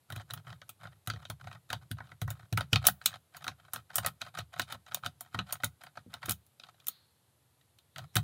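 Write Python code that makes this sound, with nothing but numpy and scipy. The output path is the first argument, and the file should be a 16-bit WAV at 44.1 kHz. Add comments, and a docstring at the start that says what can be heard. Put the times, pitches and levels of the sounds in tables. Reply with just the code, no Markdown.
"""A steel rake scrubs in and out of a brass padlock in a bench vise, over faint rumble and hiss (shaped noise).
Stick-slip grains scrape in the keyway and noise bursts through body, tool and pin resonances click and snap;
damped sines thump the bench and vise, and a short diffuse room tail answers everything but the background.
Near 6.9 s the rake slips out with a light ring of decaying noise; two faint clicks follow.
At about 7.9 s a faint steel hiss sets in, and the rake goes back in with scrapes, snaps and a last thump."""
import sys
import numpy as np
from scipy import signal
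from scipy.fft import rfft, irfft, next_fast_len
from scipy.io import wavfile
from scipy.ndimage import uniform_filter1d, map_coordinates

SR = 44100
rng = np.random.default_rng(int(sys.argv[2]) if len(sys.argv) > 2 else 0)


def materialize(psi):
    """Save the field psi as 16-bit PCM at rate SR to the path in sys.argv[1].

    A 1-D psi becomes a single channel; in a 2-D psi each row is a channel.
    """
    bounded = np.clip(np.atleast_2d(psi).T, -1, 1)
    quanta = np.round(bounded * 32767).astype(np.int16)
    wavfile.write(sys.argv[1], SR, quanta)


N = 362943

# The rake catches on a pin or the pin snaps free.
# Each row: time in seconds, then relative levels in dB of lock body, steel tools, bright snap.
CLICK_ROWS = [(0.1017, -42.0, -53.5, -54), (0.122, -49, -45.5, -49), (0.161, -47, -47.0, -48.5),
              (0.1972, -49.5, -58, -70.5), (0.3069, -47, -40.5, -49.5), (0.336, -44, -45, -40.0),
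              (0.6162, -51, -53, -78), (0.692, -51.5, -49.5, -45.5), (0.8525, -46, -69, -76.0),
              (1.0731, -40, -40, -39.5), (1.1, -33, -37, -50.5), (1.2517, -50, -46, -67),
              (1.2996, -41, -43.5, -43.5), (1.4704, -44, -57.5, -76), (1.5278, -52, -53.5, -64),
              (1.7021, -37.5, -40, -48.5), (1.729, -33.5, -35.5, -41.5), (1.913, -42.5, -42.5, -43),
              (1.9845, -46.5, -60.5, -77), (2.004, -42, -68, -79.0), (2.117, -48, -61, -71),
              (2.2159, -40.5, -43.0, -43), (2.2777, -41.5, -62, -57.5), (2.3037, -44.5, -47.5, -40.5),
              (2.526, -43, -41.5, -43), (2.574, -27.5, -37.0, -37), (2.6075, -32.0, -37, -46),
              (2.7305, -30.5, -20.5, -35), (2.758, -31, -23, -40), (2.8517, -38, -37.0, -43.5),
              (2.8685, -30, -25.5, -15.5), (2.8843, -25.5, -36.0, -31.5), (3.0587, -35.5, -23.5, -21.5),
              (3.1388, -46, -47, -67), (3.3674, -53, -53.0, -50), (3.4423, -46, -45.5, -49.0),
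              (3.466, -37.5, -51, -58), (3.4791, -35, -34.5, -45), (3.7342, -39.5, -44.5, -35.5),
              (3.7594, -39.5, -43.5, -46.5), (3.9566, -43, -41.5, -26.5), (3.9676, -52, -53.0, -36),
              (3.9819, -31.5, -34, -31.5), (4.0619, -31.5, -36, -30), (4.2154, -42.5, -35.5, -47),
              (4.2706, -51, -66.0, -67), (4.3875, -40.5, -39.0, -45.5), (4.5955, -28, -31.5, -35.5),
              (4.6169, -55, -39, -46.5), (4.723, -40, -40.5, -44), (4.919, -44, -51.5, -64.5),
              (4.9452, -41, -35.0, -30), (5.0611, -33, -35, -43), (5.2077, -49, -53, -42.5),
              (5.3446, -33.5, -46, -55), (5.3892, -34, -32, -64), (5.5247, -43, -39.5, -32),
              (5.6348, -28, -41, -44), (5.6434, -45, -35.0, -30), (5.8362, -49, -55.5, -54.5),
              (5.9721, -40.5, -53.5, -66.5), (6.139, -43, -41.5, -49), (6.258, -46, -46.5, -43),
              (6.294, -43, -34.5, -30.5), (6.3085, -46, -39.5, -31), (6.3187, -51.5, -45, -36.5),
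              (6.465, -85, -79.5, -67), (6.5974, -58.5, -49, -69), (6.6354, -56, -48.5, -74),
              (6.8, -85, -60.5, -69), (6.8688, -55.5, -48.5, -40), (6.8833, -48.5, -42.5, -34),
              (7.611, -73, -69, -85), (7.786, -73.5, -60.0, -65), (7.9597, -45.5, -47.5, -59.5),
              (7.9821, -45.5, -45, -50), (8.155, -38, -34, -30.5), (8.166, -27, -27, -29.5)]
# Passes of the blade through the keyway. Each row: start in seconds, end in seconds, relative rubbing level in dB.
STROKE_ROWS = [(0.088, 0.216, -56.5), (0.276, 0.388, -57), (0.443, 0.548, -55.5), (0.792, 0.875, -58.5),
               (0.907, 0.97, -68.5), (1.077, 1.23, -58.5), (1.389, 1.558, -57.5), (1.69, 1.758, -53),
               (1.81, 1.833, -58), (1.969, 2.135, -63.5), (2.269, 2.452, -62), (2.557, 2.63, -51.5),
               (2.813, 2.894, -45), (3.01, 3.169, -55), (3.322, 3.516, -59), (3.575, 3.69, -67),
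               (3.724, 3.796, -56), (3.889, 3.993, -56), (4.023, 4.084, -43), (4.203, 4.283, -54),
               (4.337, 4.415, -49), (4.521, 4.634, -53), (4.669, 4.749, -52.5), (4.86, 4.982, -56.5),
               (5.026, 5.061, -40), (5.206, 5.276, -64), (5.31, 5.408, -56.5), (5.461, 5.564, -54),
               (5.597, 5.655, -57.5), (5.801, 5.884, -62), (5.95, 5.997, -61.5), (6.095, 6.177, -58.5),
               (6.214, 6.318, -45.5), (6.605, 6.697, -62.5), (6.737, 6.867, -75.5), (7.951, 8.047, -55),
               (8.145, 8.192, -44)]
# The padlock in its jaws. Each row: resonance in Hz, width in Hz, relative level in dB.
LOCK_MODES = [(569, 87, -6.5), (730, 69, 2.5), (910.1, 76, -4.5), (1062, 83, -2), (1284, 93, 4.5),
              (1504, 180, 2), (1878, 110, -0.5), (1947, 240, -4.5), (2306, 62, -14.5)]
# Rake and tension wrench. Each row: resonance in Hz, width in Hz, relative level in dB.
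STEEL_MODES = [(2512, 170, -4.5), (2950, 110, -2), (3173, 180, -1.5), (3417, 110, -4), (3652, 100, 1),
               (3940, 170, 0), (4190, 120, -3), (4605, 200, -6.5), (5070, 240, -12), (5930, 1200, -15)]


def amp(db):
    """Decibels to gain."""
    return 10 ** (np.asarray(db) / 20)


def unit(x):
    """x scaled to rms 1."""
    return x / np.sqrt(np.mean(x ** 2) + 1e-20)


def along(points, hz):
    """(Hz, value) points interpolated on a log frequency axis."""
    f, v = np.transpose(points)
    return np.interp(np.log(hz + 1), np.log(f + 1), v)


def filtered(x, response):
    """x through a complex frequency response, zero-padded."""
    n = x.shape[-1]
    padded = 2 * next_fast_len(n // 2 + SR // 20)
    spectrum = rfft(x, padded) * response(np.fft.rfftfreq(padded, 1 / SR))
    return irfft(spectrum, padded)[..., :n]


def resonator(modes):
    """Sum of (Hz, width, dB) resonances of alternating sign, each low-passed an octave above its pitch."""
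    def mode(f, hz, width):
        r = f / (2 * hz)
        band = 1j * f * width / (hz * hz - f * f + 1j * f * width)
        return band / (1 - r * r + 1j * np.sqrt(2) * r)

    def response(f):
        return sum((-1) ** k * amp(db) * mode(f, hz, width) for k, (hz, width, db) in enumerate(modes))
    return response


def colour(points):
    """Minimum-phase response with the gain of (Hz, dB) points."""
    def response(f):
        cepstrum = irfft(np.log(amp(along(points, f))))
        half = len(cepstrum) // 2
        # folding the cepstrum makes the response causal
        cepstrum[1:half] *= 2
        cepstrum[half + 1:] = 0
        return np.exp(rfft(cepstrum))
    return response


def wobble(rate_hz):
    """Smooth random curve with rate_hz knots a second."""
    knots = rng.standard_normal(int(N * rate_hz / SR) + 4)
    return map_coordinates(knots, [np.arange(N) * rate_hz / SR])


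def placed(times, levels_db, sounds, head_s):
    """Sounds laid at their times, each with the given rms over its first head_s seconds."""
    out = np.zeros(N + SR)
    for s, db, sound in zip(times, levels_db, sounds):
        head_rms = np.sqrt(np.mean(sound[:round(head_s * SR)] ** 2))
        first = max(round(s * SR), 0)
        out[first:][:len(sound)] += amp(db) * sound / head_rms
    return out[:N]


def background():
    """Faint room rumble and microphone hiss: stationary shaped noise."""
    # Each row: frequency in Hz, relative density in dB per Hz.
    floor_curve = [(20, -22), (45, -12), (85, 4.5), (130, 2), (200, -10.5), (400, -13), (800, -14),
                   (1500, -19), (2500, -21.5), (4000, -19), (5500, -26), (12300, -18.5), (13300, -29.5),
                   (16000, -45)]
    return amp(-70.5) * unit(filtered(rng.standard_normal(N), colour(floor_curve)))


def leaning(times):
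    """Weight of the hands on the vise, in dB, which sets how much of the work reaches the bench."""
    # Each row: time in seconds, weight in dB.
    lean_points = [(0, 5.5), (1, 2), (2.75, 5.5), (2.95, -8.5), (3.7, 0), (4.1, -5), (6.3, -4.5),
                   (6.7, -13), (7.95, 4.5)]
    return np.interp(times, *np.transpose(lean_points))


def swelling(rise_s=0.007, swell_db=-19):
    """Level of noise that rises exponentially for a few milliseconds before each click."""
    u = np.arange(SR // 25) / SR
    rise = np.exp((u - u[-1]) / rise_s)
    level = np.zeros(N)
    for s, _, steel_db, snap_db in CLICK_ROWS:
        first = round(s * SR) - len(u)
        level[first:][:len(u)] += amp((steel_db + snap_db) / 2 + swell_db) * rise
    return level


def pressure(rise_s, fall_s, swell_db):
    """Rubbing force: each stroke rises, drifts by swell_db along its way, then lets go exponentially."""
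    t = np.arange(N) / SR
    force = np.zeros(N)
    for start, end, db in STROKE_ROWS:
        near = slice(max(round(start * SR), 0), round((end + 10 * fall_s) * SR))
        u = t[near]
        progress = np.clip((u - start) / max(end - start, .01), 0, 1)
        attack = np.minimum((u - start) / rise_s, 1)
        release = np.exp(-np.maximum(u - end, 0) / fall_s)
        force[near] += amp(db + swell_db * (progress - 1.5)) * attack * release
    return force


def slips(rate_hz, spread_db, life_s):
    """Stick-slip friction of rms 1: decaying ticks of uneven size at random times over a weak even rub."""
    size = amp(spread_db * np.clip(rng.standard_normal(N), -2, 2))
    hits = (rng.random(N) < rate_hz / SR) * size
    ticks = signal.lfilter([1], [1, -np.exp(-1 / (life_s * SR))], hits)
    return unit((unit(ticks) + .3) * rng.standard_normal(N))


def scrape(damping=0.45):
    """The blade grinds through the keyway in small slips; a heavy hand damps the steel and rumbles the bench."""
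    # Each row of both: frequency in Hz, relative density in dB per Hz.
    grit_curve = [(200, -23.5), (450, -6.5), (1500, -4), (4200, -9), (5500, -1.5), (9000, -8),
                  (12500, -9.5), (16000, -25)]
    hand_curve = [(30, -40), (55, -17), (75, -4.5), (115, 4.5), (160, 1), (210, -24.5), (400, -25),
                  (700, -46.5)]
    lean_db = leaning(np.arange(N) / SR)
    teeth = amp(3.5 * wobble(70))
    on_lock = pressure(rise_s=.012, fall_s=0.0092, swell_db=1.5) * teeth
    on_steel = on_lock * amp(-damping * lean_db)
    grains = slips(rate_hz=300, spread_db=4, life_s=.0014)
    body = amp(-2) * on_lock * unit(filtered(grains, resonator(LOCK_MODES)))
    tools = amp(-9.5) * on_steel * unit(filtered(grains, resonator(STEEL_MODES)))
    # the swells before the clicks share the grit's noise
    grit = (amp(-12.5) * on_steel + swelling()) * unit(filtered(grains, colour(grit_curve)))
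    on_bench = amp(lean_db) * pressure(rise_s=0.042, fall_s=0.032, swell_db=-0.5)
    rumble = on_bench * unit(filtered(rng.standard_normal(N), colour(hand_curve)))
    return body + tools + grit + rumble


def room(x):
    """Short diffuse noise tail of unit energy, each frequency dying at its own speed."""
    # Each row: frequency in Hz, t60 in seconds.
    decay_points = [(200, 0.63), (1400, .36), (4000, 0.18), (8000, 0.17), (15000, 0.31)]
    hz, t, z = signal.stft(rng.standard_normal(SR // 2), SR, nperseg=256)
    decay = amp(-60 * t / along(decay_points, hz)[:, None])
    tail = signal.istft(z * decay, SR, nperseg=256)[1]
    tail = np.pad(tail / np.linalg.norm(tail), (round(0.0027 * SR), 0))
    return signal.fftconvolve(x, tail)[:N]


def taps(colour_db=3):
    """Teeth ride over the pins at an uneven pace in each stroke: soft, dull contacts, as rows like the clicks."""
    taps_per_s, tap_db, spread_db = 26, 4, 4  # level over the rubbing
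    steel_db, snap_db = -7.5, -24  # relative to the lock body
    rows = []
    for start, end, db in STROKE_ROWS:
        slip = rng.random(12)
        size, tone = np.clip(rng.standard_normal((2, 12)), -1.5, 1.5)
        s = start + (np.arange(len(slip)) + slip) / taps_per_s
        lock = db + tap_db + spread_db * size
        bright = lock + colour_db * tone
        stroke_rows = np.column_stack([s, lock, bright + steel_db, bright + snap_db])
        rows.append(stroke_rows[s < end])
    return np.vstack(rows)


def struck(modes, count, spread_db):
    """Responses of one part hit at many spots: each blow favours other resonances."""
    weights = amp(spread_db * np.clip(rng.standard_normal((count, len(modes))), -2, 2))

    def response(f):
        return weights @ np.array([(-1) ** k * resonator([mode])(f) for k, mode in enumerate(modes)])
    return response


def contacts(times, levels_db, modes, attack_s, crack_t60, chatter_db, chatter_t60, scatter_db, scatter_t60):
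    """Noise bursts of crack, uneven pin chatter and scatter from nearby surfaces, heard through one part."""
    t = np.arange(SR // 9) / SR
    shape = (len(times), len(t))
    smooth = uniform_filter1d(rng.standard_normal(shape), size=50, axis=1)
    bounces = unit(amp(6 * unit(smooth)))
    crack = amp(-60 * t / crack_t60)
    chatter = bounces * amp(chatter_db - 60 * t / chatter_t60)
    scatter = amp(scatter_db - 60 * t / scatter_t60)
    onset = 1 - np.exp(-t / attack_s)
    force = (crack + chatter + scatter) * onset * rng.standard_normal(shape)
    sounds = filtered(force, struck(modes, count=len(times), spread_db=3))
    return placed(times, levels_db, sounds, head_s=.006)


def pins(rows, brightening=0.39, ping_db=-3, springs_db=-3.0):
    """Contacts knock the brass body, ring the steel tools and, when a pin flies free, snap brightly."""
    # Pins in their chambers, then pins and springs flying free.
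    # Each row of both: resonance in Hz, width in Hz, relative level in dB.
    pin_modes = [(5620, 1100, -6), (6710, 170, 2.5), (7160, 630, -4), (8380, 610, -0.5), (8856, 400, 1.5),
                 (9890, 820, -0.5)]
    spring_modes = [(10710, 500, -1), (11800, 800, -2), (13100, 600, 0), (14016, 600, 2), (14700, 600, 1),
                    (15550, 600, -1)]
    times, lock_db, steel_db, snap_db = np.transpose(rows)
    # lingering scatter: dB under the crack, t60 in seconds
    metal = dict(attack_s=.0004, chatter_db=-24, scatter_db=-24, scatter_t60=0.097)
    snap = dict(attack_s=.0002, crack_t60=.004, chatter_t60=.032, scatter_db=-21, scatter_t60=.092)
    body = contacts(times, lock_db, LOCK_MODES, crack_t60=.006, chatter_t60=.05, **metal)
    tools = contacts(times, steel_db, STEEL_MODES, crack_t60=.005, chatter_t60=.04, **metal)
    ping = contacts(times, snap_db + ping_db, pin_modes, chatter_db=-16, **snap)
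    # the harder the snap stands out from the steel, the more it holds of the highest ring
    hard_db = snap_db + springs_db + brightening * np.clip(snap_db - steel_db, -12, 10)
    sparkle = contacts(times, hard_db, spring_modes, chatter_db=-14, **snap)
    return body + tools + ping + sparkle


def ringing(modes, count, attack_s, spread_db):
    """Damped sine modes that swell briefly, at new strengths for every blow."""
    t = np.arange(SR // 2) / SR
    waves = np.array([amp(db - 60 * t / t60) * np.sin(2 * np.pi * hz * t) for hz, db, t60 in modes])
    strengths = amp(spread_db * rng.standard_normal((count, len(modes))))
    return strengths @ waves * (1 - np.exp(-t / attack_s))


def shaken(times, bench_db, vise_db):
    """A shove rocks the vise on its foot, and the bench top booms under it."""
    # Each row of both: mode in Hz, relative level in dB, t60 in seconds.
    bench_modes = [(76, -16, .28), (113, 0, .095), (106, -15, .25), (136, -10, .17), (156, -10, .13)]
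    vise_modes = [(190.4, -2, 0.17), (241.5, 2, 0.095), (306, -2, .07), (360, -10, 0.054),
                  (471, -7.5, 0.089)]
    booms = ringing(bench_modes, count=len(times), attack_s=.014, spread_db=1.5)
    rocks = ringing(vise_modes, count=len(times), attack_s=0.0012, spread_db=4)
    return placed(times, bench_db, booms, head_s=.025) + placed(times, vise_db, rocks, head_s=.025)


def thumps(boom_db=-7, rock_db=0, click_boom_db=-14, click_rock_db=-20):
    """Hard stops jolt the vise; every click nudges it too, booming more as the hands lean on it."""
    # The rake runs up against the lock.
    # Each row: time in seconds, bench level in dB before boom_db, vise level in dB before rock_db.
    jolts = [(0.121, -40, -56), (0.164, -33, -56), (0.85, -43, -75), (1.074, -32.5, -56),
             (1.138, -36.5, -56), (1.297, -35, -54), (1.45, -39.5, -71), (1.91, -29.5, -47.5),
             (2.218, -25.5, -50), (2.276, -33, -56.5), (2.525, -22, -45), (2.728, -18.5, -35.5),
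             (3.983, -39, -64), (4.39, -37, -61), (4.74, -46, -58), (5.345, -34.5, -49),
             (5.388, -35.5, -41.5), (5.636, -38, -51), (6.063, -49, -53), (6.283, -31.5, -42.5),
             (8.16, -19, -39)]
    times, bench_db, vise_db = np.transpose(jolts)
    clicks, lock_db, _, _ = np.transpose(CLICK_ROWS)
    nudges = shaken(clicks, lock_db + leaning(clicks) + click_boom_db, lock_db + click_rock_db)
    return shaken(times, bench_db + boom_db, vise_db + rock_db) + nudges


def free_ring(start_s=6.883, shimmer_db=-60, shimmer_t60=.66, tip_db=-32, tip_t60=0.026):
    """Clear of the keyway, the rake's tip pings high and the steel leaves a diffuse, fading shimmer."""
    t = np.arange(SR // 2) / SR
    steel = resonator([(1470, 830, -10.5), (3600, 560, -5), (4340, 300, 1.5)])
    shimmer = filtered(rng.standard_normal(len(t)), steel) * amp(-60 * t / shimmer_t60)
    high = resonator([(11700, 430, 0), (13000, 640, -2.2)])
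    tip = filtered(rng.standard_normal(len(t)), high) * amp(-60 * t / tip_t60)
    return placed([start_s, start_s], [shimmer_db, tip_db], [shimmer, tip], head_s=.01)


def steel_whisper(start_s=7.9, fade_s=0.082, level_db=-78):
    """Faint resonant noise in the range of the steel tools, wavering slightly, from start_s to the end."""
    t = np.arange(N) / SR
    held = np.clip((t - start_s) / fade_s, 0, 1)
    steel = resonator([(3710, 310, -2.5), (4100, 210, -1.0)])
    hiss = unit(filtered(rng.standard_normal(N), steel))
    return amp(level_db + 0.97 * wobble(3.9)) * held * hiss


def scene():
    """The lock, the bench and the room, alike in both channels."""
    floor = background()
    work = scrape() + pins(taps()) + pins(CLICK_ROWS) + thumps() + free_ring() + steel_whisper()
    mono = work + amp(-33) * room(work) + floor
    return np.array([mono, mono])


def record(dry):
    """The recorder cuts the deep bass and falls off very steeply above its band limit."""
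    low_cut_hz, top_hz = 77.3, 15900
    high_pass = signal.butter(4, low_cut_hz, "highpass", fs=SR, output="sos")
    lean = signal.sosfilt(high_pass, dry)
    return filtered(lean, lambda hz: 1 / np.sqrt(1 + (hz / top_hz) ** 160))


dry = scene()
out = record(dry)
materialize(out)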